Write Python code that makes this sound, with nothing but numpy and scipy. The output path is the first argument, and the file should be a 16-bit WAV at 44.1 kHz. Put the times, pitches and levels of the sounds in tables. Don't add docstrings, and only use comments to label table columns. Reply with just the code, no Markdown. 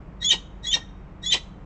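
import sys
import numpy as np
from scipy import signal
from scipy.fft import rfft, irfft
from scipy.io import wavfile

SR = 44100
rng = np.random.default_rng(int(sys.argv[2]) if len(sys.argv) > 2 else 0)


def file_out(sig):
    cols = np.atleast_2d(sig).T
    lim = np.clip(cols, -1, 1)
    pcm = np.round(lim * 32767).astype(np.int16)
    wavfile.write(sys.argv[1], SR, pcm)


N = 72765
TIME = np.arange(N) / SR
LEAD_HZ, LEAD_RISE_HZ = 1897.5, 186.6
WHISTLE_AHEAD_S = .062


def falcon():
    # break_s, lead_db, whistle_db, yelp_db, bark_db, rasp_db, chuff_db, whistle_hz,
    # bark_hz, bark_length_s, rasp_delay_s, chuff_delay_s, hoarse_db, rasp_hiss_db,
    # bark_fundamental_db, bark_third_harmonic_db
    calls = [ (0.309, -25.5, -22.5, -11, -15, -24, -35.5, 3325, 1883, .009, 0.015, 0.03, -22.5, -3, -20, -17),
             (0.7318, -28, -28.5, -16, -20, -26, -37, 3320, 1854, 0.022, 0.014, 0.033, -26, -8.5, -11, -14.5),
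             (1.325, -29, -26, -14, -15.5, -23.5, -34.5, 3366, 1960, 0.0027, 0.012, 0.027, -35, 0.5, -13, -15.5)]
    # frequency_hz, level_db
    hiss_colour = [(3000, -40), (3300, -7.5), (4050, 2), (4350, -20), (4680, -7), (4950, -18), (5400, -1),
                   (5850, -3.5), (6250, -24.5), (6750, -8.5), (7400, -16), (8000, -4)]
    voiced, rough = squeaks(), np.zeros(N)
    hiss = noise(hiss_colour)
    for (break_s, lead_db, whistle_db, yelp_db, bark_db, rasp_db, chuff_db, whistle_hz, bark_hz,
         bark_length_s, rasp_delay_s, chuff_delay_s, hoarse_db, hiss_db, first_db, third_db) in calls:
        voiced += from_db(lead_db) * lead_in(break_s)
        voiced += from_db(whistle_db) * whistle(break_s, whistle_hz)
        voiced += from_db(hoarse_db) * hoarseness(break_s)
        voiced += from_db(yelp_db) * yelp(break_s)
        voiced += from_db(bark_db) * bark(break_s, bark_hz, bark_length_s, first_db, third_db)
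        rough += beak_hiss(break_s, hiss)
        rough += from_db(rasp_db) * rasp(break_s + rasp_delay_s, bark_hz, hiss_db)
        rough += from_db(chuff_db) * chuff(break_s + chuff_delay_s)
    return voiced, rough


def syrinx(pitch_hz, partials_db, jitter, shimmer_db, flutter_hz):
    fluttering_hz = pitch_hz * (1 + jitter * drift(flutter_hz))
    phase = 2 * np.pi * np.cumsum(fluttering_hz) / SR
    tone = sum(from_db(db) * np.sin(k * phase) for k, db in enumerate(partials_db, 1))
    return np.sqrt(2) * tone * from_db(shimmer_db * drift(flutter_hz))


def lead_in(break_s):
    partials_db = [-15.5, -6, -24.5, -30.5]
    start_s, length_s = break_s - .086, .021
    pitch_hz = LEAD_HZ + LEAD_RISE_HZ * progress(start_s, length_s) ** 2
    note = syrinx(pitch_hz, partials_db, jitter=.008, shimmer_db=2, flutter_hz=300)
    note *= envelope(start_s, hold_s=.6 * length_s, rise_db_per_s=1500, fall_db_per_s=1096.5)
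    croak_start_s = break_s - WHISTLE_AHEAD_S - length_s / 2
    croak = syrinx(pitch_hz - 50, [0], jitter=.035, shimmer_db=2, flutter_hz=300)
    croak *= envelope(croak_start_s, hold_s=.7 * length_s, rise_db_per_s=1496, fall_db_per_s=700)
    onset = progress(break_s - .111, length_s=.0046)
    return (note + from_db(-19) * croak) * onset


def whistle(break_s, pitch_hz):
    start_s, length_s, swell_db = break_s - WHISTLE_AHEAD_S, .058, 1
    effort = progress(start_s, length_s)
    rising_hz = pitch_hz + 331 * effort ** 1.7
    octave_db = -7 - 11.5 * effort ** 4 + 2 * drift(160)
    tone = syrinx(rising_hz, [0, octave_db], jitter=.004, shimmer_db=1, flutter_hz=140)
    early = envelope(start_s - .02, hold_s=.02, rise_db_per_s=1995, fall_db_per_s=2000)
    full = envelope(start_s, hold_s=length_s - .008, rise_db_per_s=3601, fall_db_per_s=1001)
    tone *= np.maximum(from_db(-18) * early, from_db(swell_db * effort) * full)
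    sum_hz = pitch_hz + LEAD_HZ + LEAD_RISE_HZ
    sum_tone = syrinx(sum_hz, [0], jitter=.004, shimmer_db=1.5, flutter_hz=200)
    sum_tone *= envelope(start_s, hold_s=.0023, rise_db_per_s=1804.5, fall_db_per_s=1100.5)
    return tone + from_db(-15) * sum_tone


def hoarseness(break_s):
    partials_db = [-5.5, -11]
    ahead_s = .016
    tone = syrinx(3050, partials_db, jitter=.019, shimmer_db=2, flutter_hz=320)
    return tone * envelope(break_s - ahead_s, .79 * ahead_s, rise_db_per_s=2600.5, fall_db_per_s=1799)


def yelp(break_s):
    partials_db = [-1.5, -12]
    start_s, length_s = break_s - .001, .0033
    pitch_hz = 3181 - 110 * progress(start_s, length_s)
    tone = syrinx(pitch_hz, partials_db, jitter=.011, shimmer_db=.5, flutter_hz=597)
    return tone * envelope(start_s, length_s, rise_db_per_s=2598, fall_db_per_s=3399.5)


def bark(break_s, pitch_hz, length_s, first_db, third_db):
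    tone = syrinx(pitch_hz, [first_db, 0, third_db, -28], jitter=.0098, shimmer_db=.2, flutter_hz=580)
    return tone * envelope(break_s + .007, hold_s=.6 * length_s, rise_db_per_s=4003, fall_db_per_s=1901)


def rasp(centre_s, bark_hz, hiss_db):
    # frequency_hz, level_db
    throat = [(1400, -32.5), (1700, -21.5), (1900, -5.5), (2250, -9), (2700, -3), (3100, -6), (3800, 2.5),
              (4500, -12), (5300, -12), (6200, -14), (7200, -17), (8200, -20.5)]
    throat_hz, throat_db = np.transpose(throat)
    line_width_hz, hold_s = 48, .0099
    partials = np.zeros(N)
    for hz in bark_hz * np.arange(3, 18) / 4:
        gain = from_db(np.interp(np.log(hz), np.log(throat_hz), throat_db))
        wobble = drift(line_width_hz) + 1j * drift(line_width_hz)
        wobble /= np.sqrt(abs(wobble))
        partials += gain * np.real(wobble * np.exp(2j * np.pi * hz * TIME))
    sound = rms_one(partials) + from_db(hiss_db) * noise(throat)
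    sound *= from_db(1.6 * drift(240))
    return sound * envelope(centre_s - hold_s / 2, hold_s, rise_db_per_s=797, fall_db_per_s=527.5)


def squeaks():
    # start_s, pitch_hz, level_db, hold_s
    notes = [(0.323, 2980, -20.5, 0.0047), (0.334, 3040, -23, 0.0034), (0.29, 6800, -30, .007),
             (0.355, 2950, -36, 0.0077), (0.741, 5590, -31, 0.0098), (0.748, 6000, -32, .005),
             (0.773, 3200, -39, 0.0039), (0.772, 1850, -38, .006), (0.812, 1840, -46.5, .018),
             (1.335, 2770, -28.5, 0.004), (1.343, 5300, -32, 0.0036), (1.349, 3100, -23.5, 0.0071),
             (1.347, 1000, -40.5, 0.0019), (1.375, 1985, -34.5, 0.0022)]
    sound = np.zeros(N)
    for start_s, pitch_hz, level_db, hold_s in notes:
        tone = from_db(level_db) * syrinx(pitch_hz, [0], jitter=.005, shimmer_db=1.9, flutter_hz=400)
        sound += tone * envelope(start_s, hold_s, rise_db_per_s=3502.5, fall_db_per_s=1901)
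    return sound


def chuff(centre_s):
    # frequency_hz, level_db
    throat = [(150, -19.5), (280, -3), (520, -4), (700, -6), (950, 1.5), (1400, -14.5), (2000, -14.5),
              (4000, -45)]
    top_hz, end_hz, fall_s = 600, 241.4, .034
    pitch_hz = top_hz * (end_hz / top_hz) ** progress(centre_s - fall_s / 2, fall_s)
    tone = syrinx(pitch_hz, [0], jitter=.08, shimmer_db=1, flutter_hz=204.4)
    tone *= envelope(centre_s - .008, hold_s=.018, rise_db_per_s=1200.5, fall_db_per_s=700)
    puff = noise(throat) * envelope(centre_s - .008, hold_s=.01, rise_db_per_s=1101, fall_db_per_s=602)
    return puff + from_db(-8.5) * tone


def beak_hiss(break_s, hiss):
    start_s, length_s = break_s - .099, .051
    level_db = -54.5 + 13 * progress(start_s, length_s)
    return from_db(level_db) * hiss * envelope(start_s, length_s, rise_db_per_s=3504, fall_db_per_s=650)


def ledge(calls):
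    # delay_s, level_db
    reflections = [(.0095, -18.5), (0.0134, -17.5), (0.0223, -17.5)]
    echoes = sum(from_db(db) * np.interp(TIME - delay_s, TIME, calls, left=0)
                 for delay_s, db in reflections)
    alcove, buildings = (.31, -20.5), (.8, -37)
    build_up = progress(start_s=.006, length_s=.012)
    response = np.zeros(N)
    for t60_s, level_db in (alcove, buildings):
        tail = rng.standard_normal(N) * from_db(-60 * TIME / t60_s) * build_up
        response += from_db(level_db) * rms_one(tail) / np.sqrt(N)
    return echoes + signal.fftconvolve(calls, response)[:N]


def ventilation():
    # pitch_hz, level_db, wander_hz
    tones = [(49.1, -44.5, 2), (93.3, -59, 1.5), (153.3, -55.5, 7.4), (188, -50.5, 6.2), (298.7, -63, 7.7)]
    hum = np.zeros(N)
    for pitch_hz, level_db, wander_hz in tones:
        gain = from_db(level_db + .69 * drift(5))
        phase = 2 * np.pi * np.cumsum(pitch_hz + wander_hz * drift(12)) / SR
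        hum += gain * np.sqrt(2) * np.sin(phase)
    return hum


def traffic_and_wind():
    # frequency_hz, level_db
    rumble_colour = [(15, -16.5), (28, 1), (45, 0.5), (65, -3), (80, -5), (140, -4), (195, -6.5),
                     (225, -13.5), (310, -13), (400, -16), (750, -20), (1150, -21.5), (1600, -28.5),
                     (2500, -33.5), (4000, -47.5), (8000, -55)]
    return from_db(-44) * noise(rumble_colour)


def from_db(db):
    return 10 ** (np.asarray(db) / 20)


def rms_one(x):
    return x / np.sqrt(np.mean(x ** 2) + 1e-20)


def drift(rate_hz):
    hz = np.arange(N + 1) * SR / (2 * N)
    spectrum = rfft(rng.standard_normal(2 * N)) / (1 + (hz / rate_hz) ** 2)
    return rms_one(irfft(spectrum))[:N]


def noise(colour):
    hz, db = np.transpose(colour)
    bins_hz = np.maximum(np.arange(N // 2 + 1) * SR / N, 1)
    gain = from_db(np.interp(np.log(bins_hz), np.log(hz), db, left=-90, right=-90))
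    return rms_one(irfft(rfft(rng.standard_normal(N)) * gain, N))


def envelope(start_s, hold_s, rise_db_per_s, fall_db_per_s):
    rise_db = -rise_db_per_s * np.maximum(start_s - TIME, 0)
    fall_db = -fall_db_per_s * np.maximum(TIME - start_s - hold_s, 0)
    return from_db(np.maximum(rise_db + fall_db, -200))


def progress(start_s, length_s):
    return np.clip((TIME - start_s) / length_s, 0, 1)


def scene():
    voiced, rough = falcon()
    echoes = ledge(voiced + from_db(-2) * rough)
    return (voiced + rough + echoes + ventilation() + traffic_and_wind())[None]


def record(dry):
    fade_s, cutoff_hz = .004, 8200
    fade = np.clip(np.minimum(TIME, TIME[::-1]) / fade_s, 0, 1)
    microphone = signal.ellip(12, .2, 70, cutoff_hz, fs=SR, output="sos")
    return signal.sosfilt(microphone, dry * fade)


dry = scene()
out = record(dry)
file_out(out)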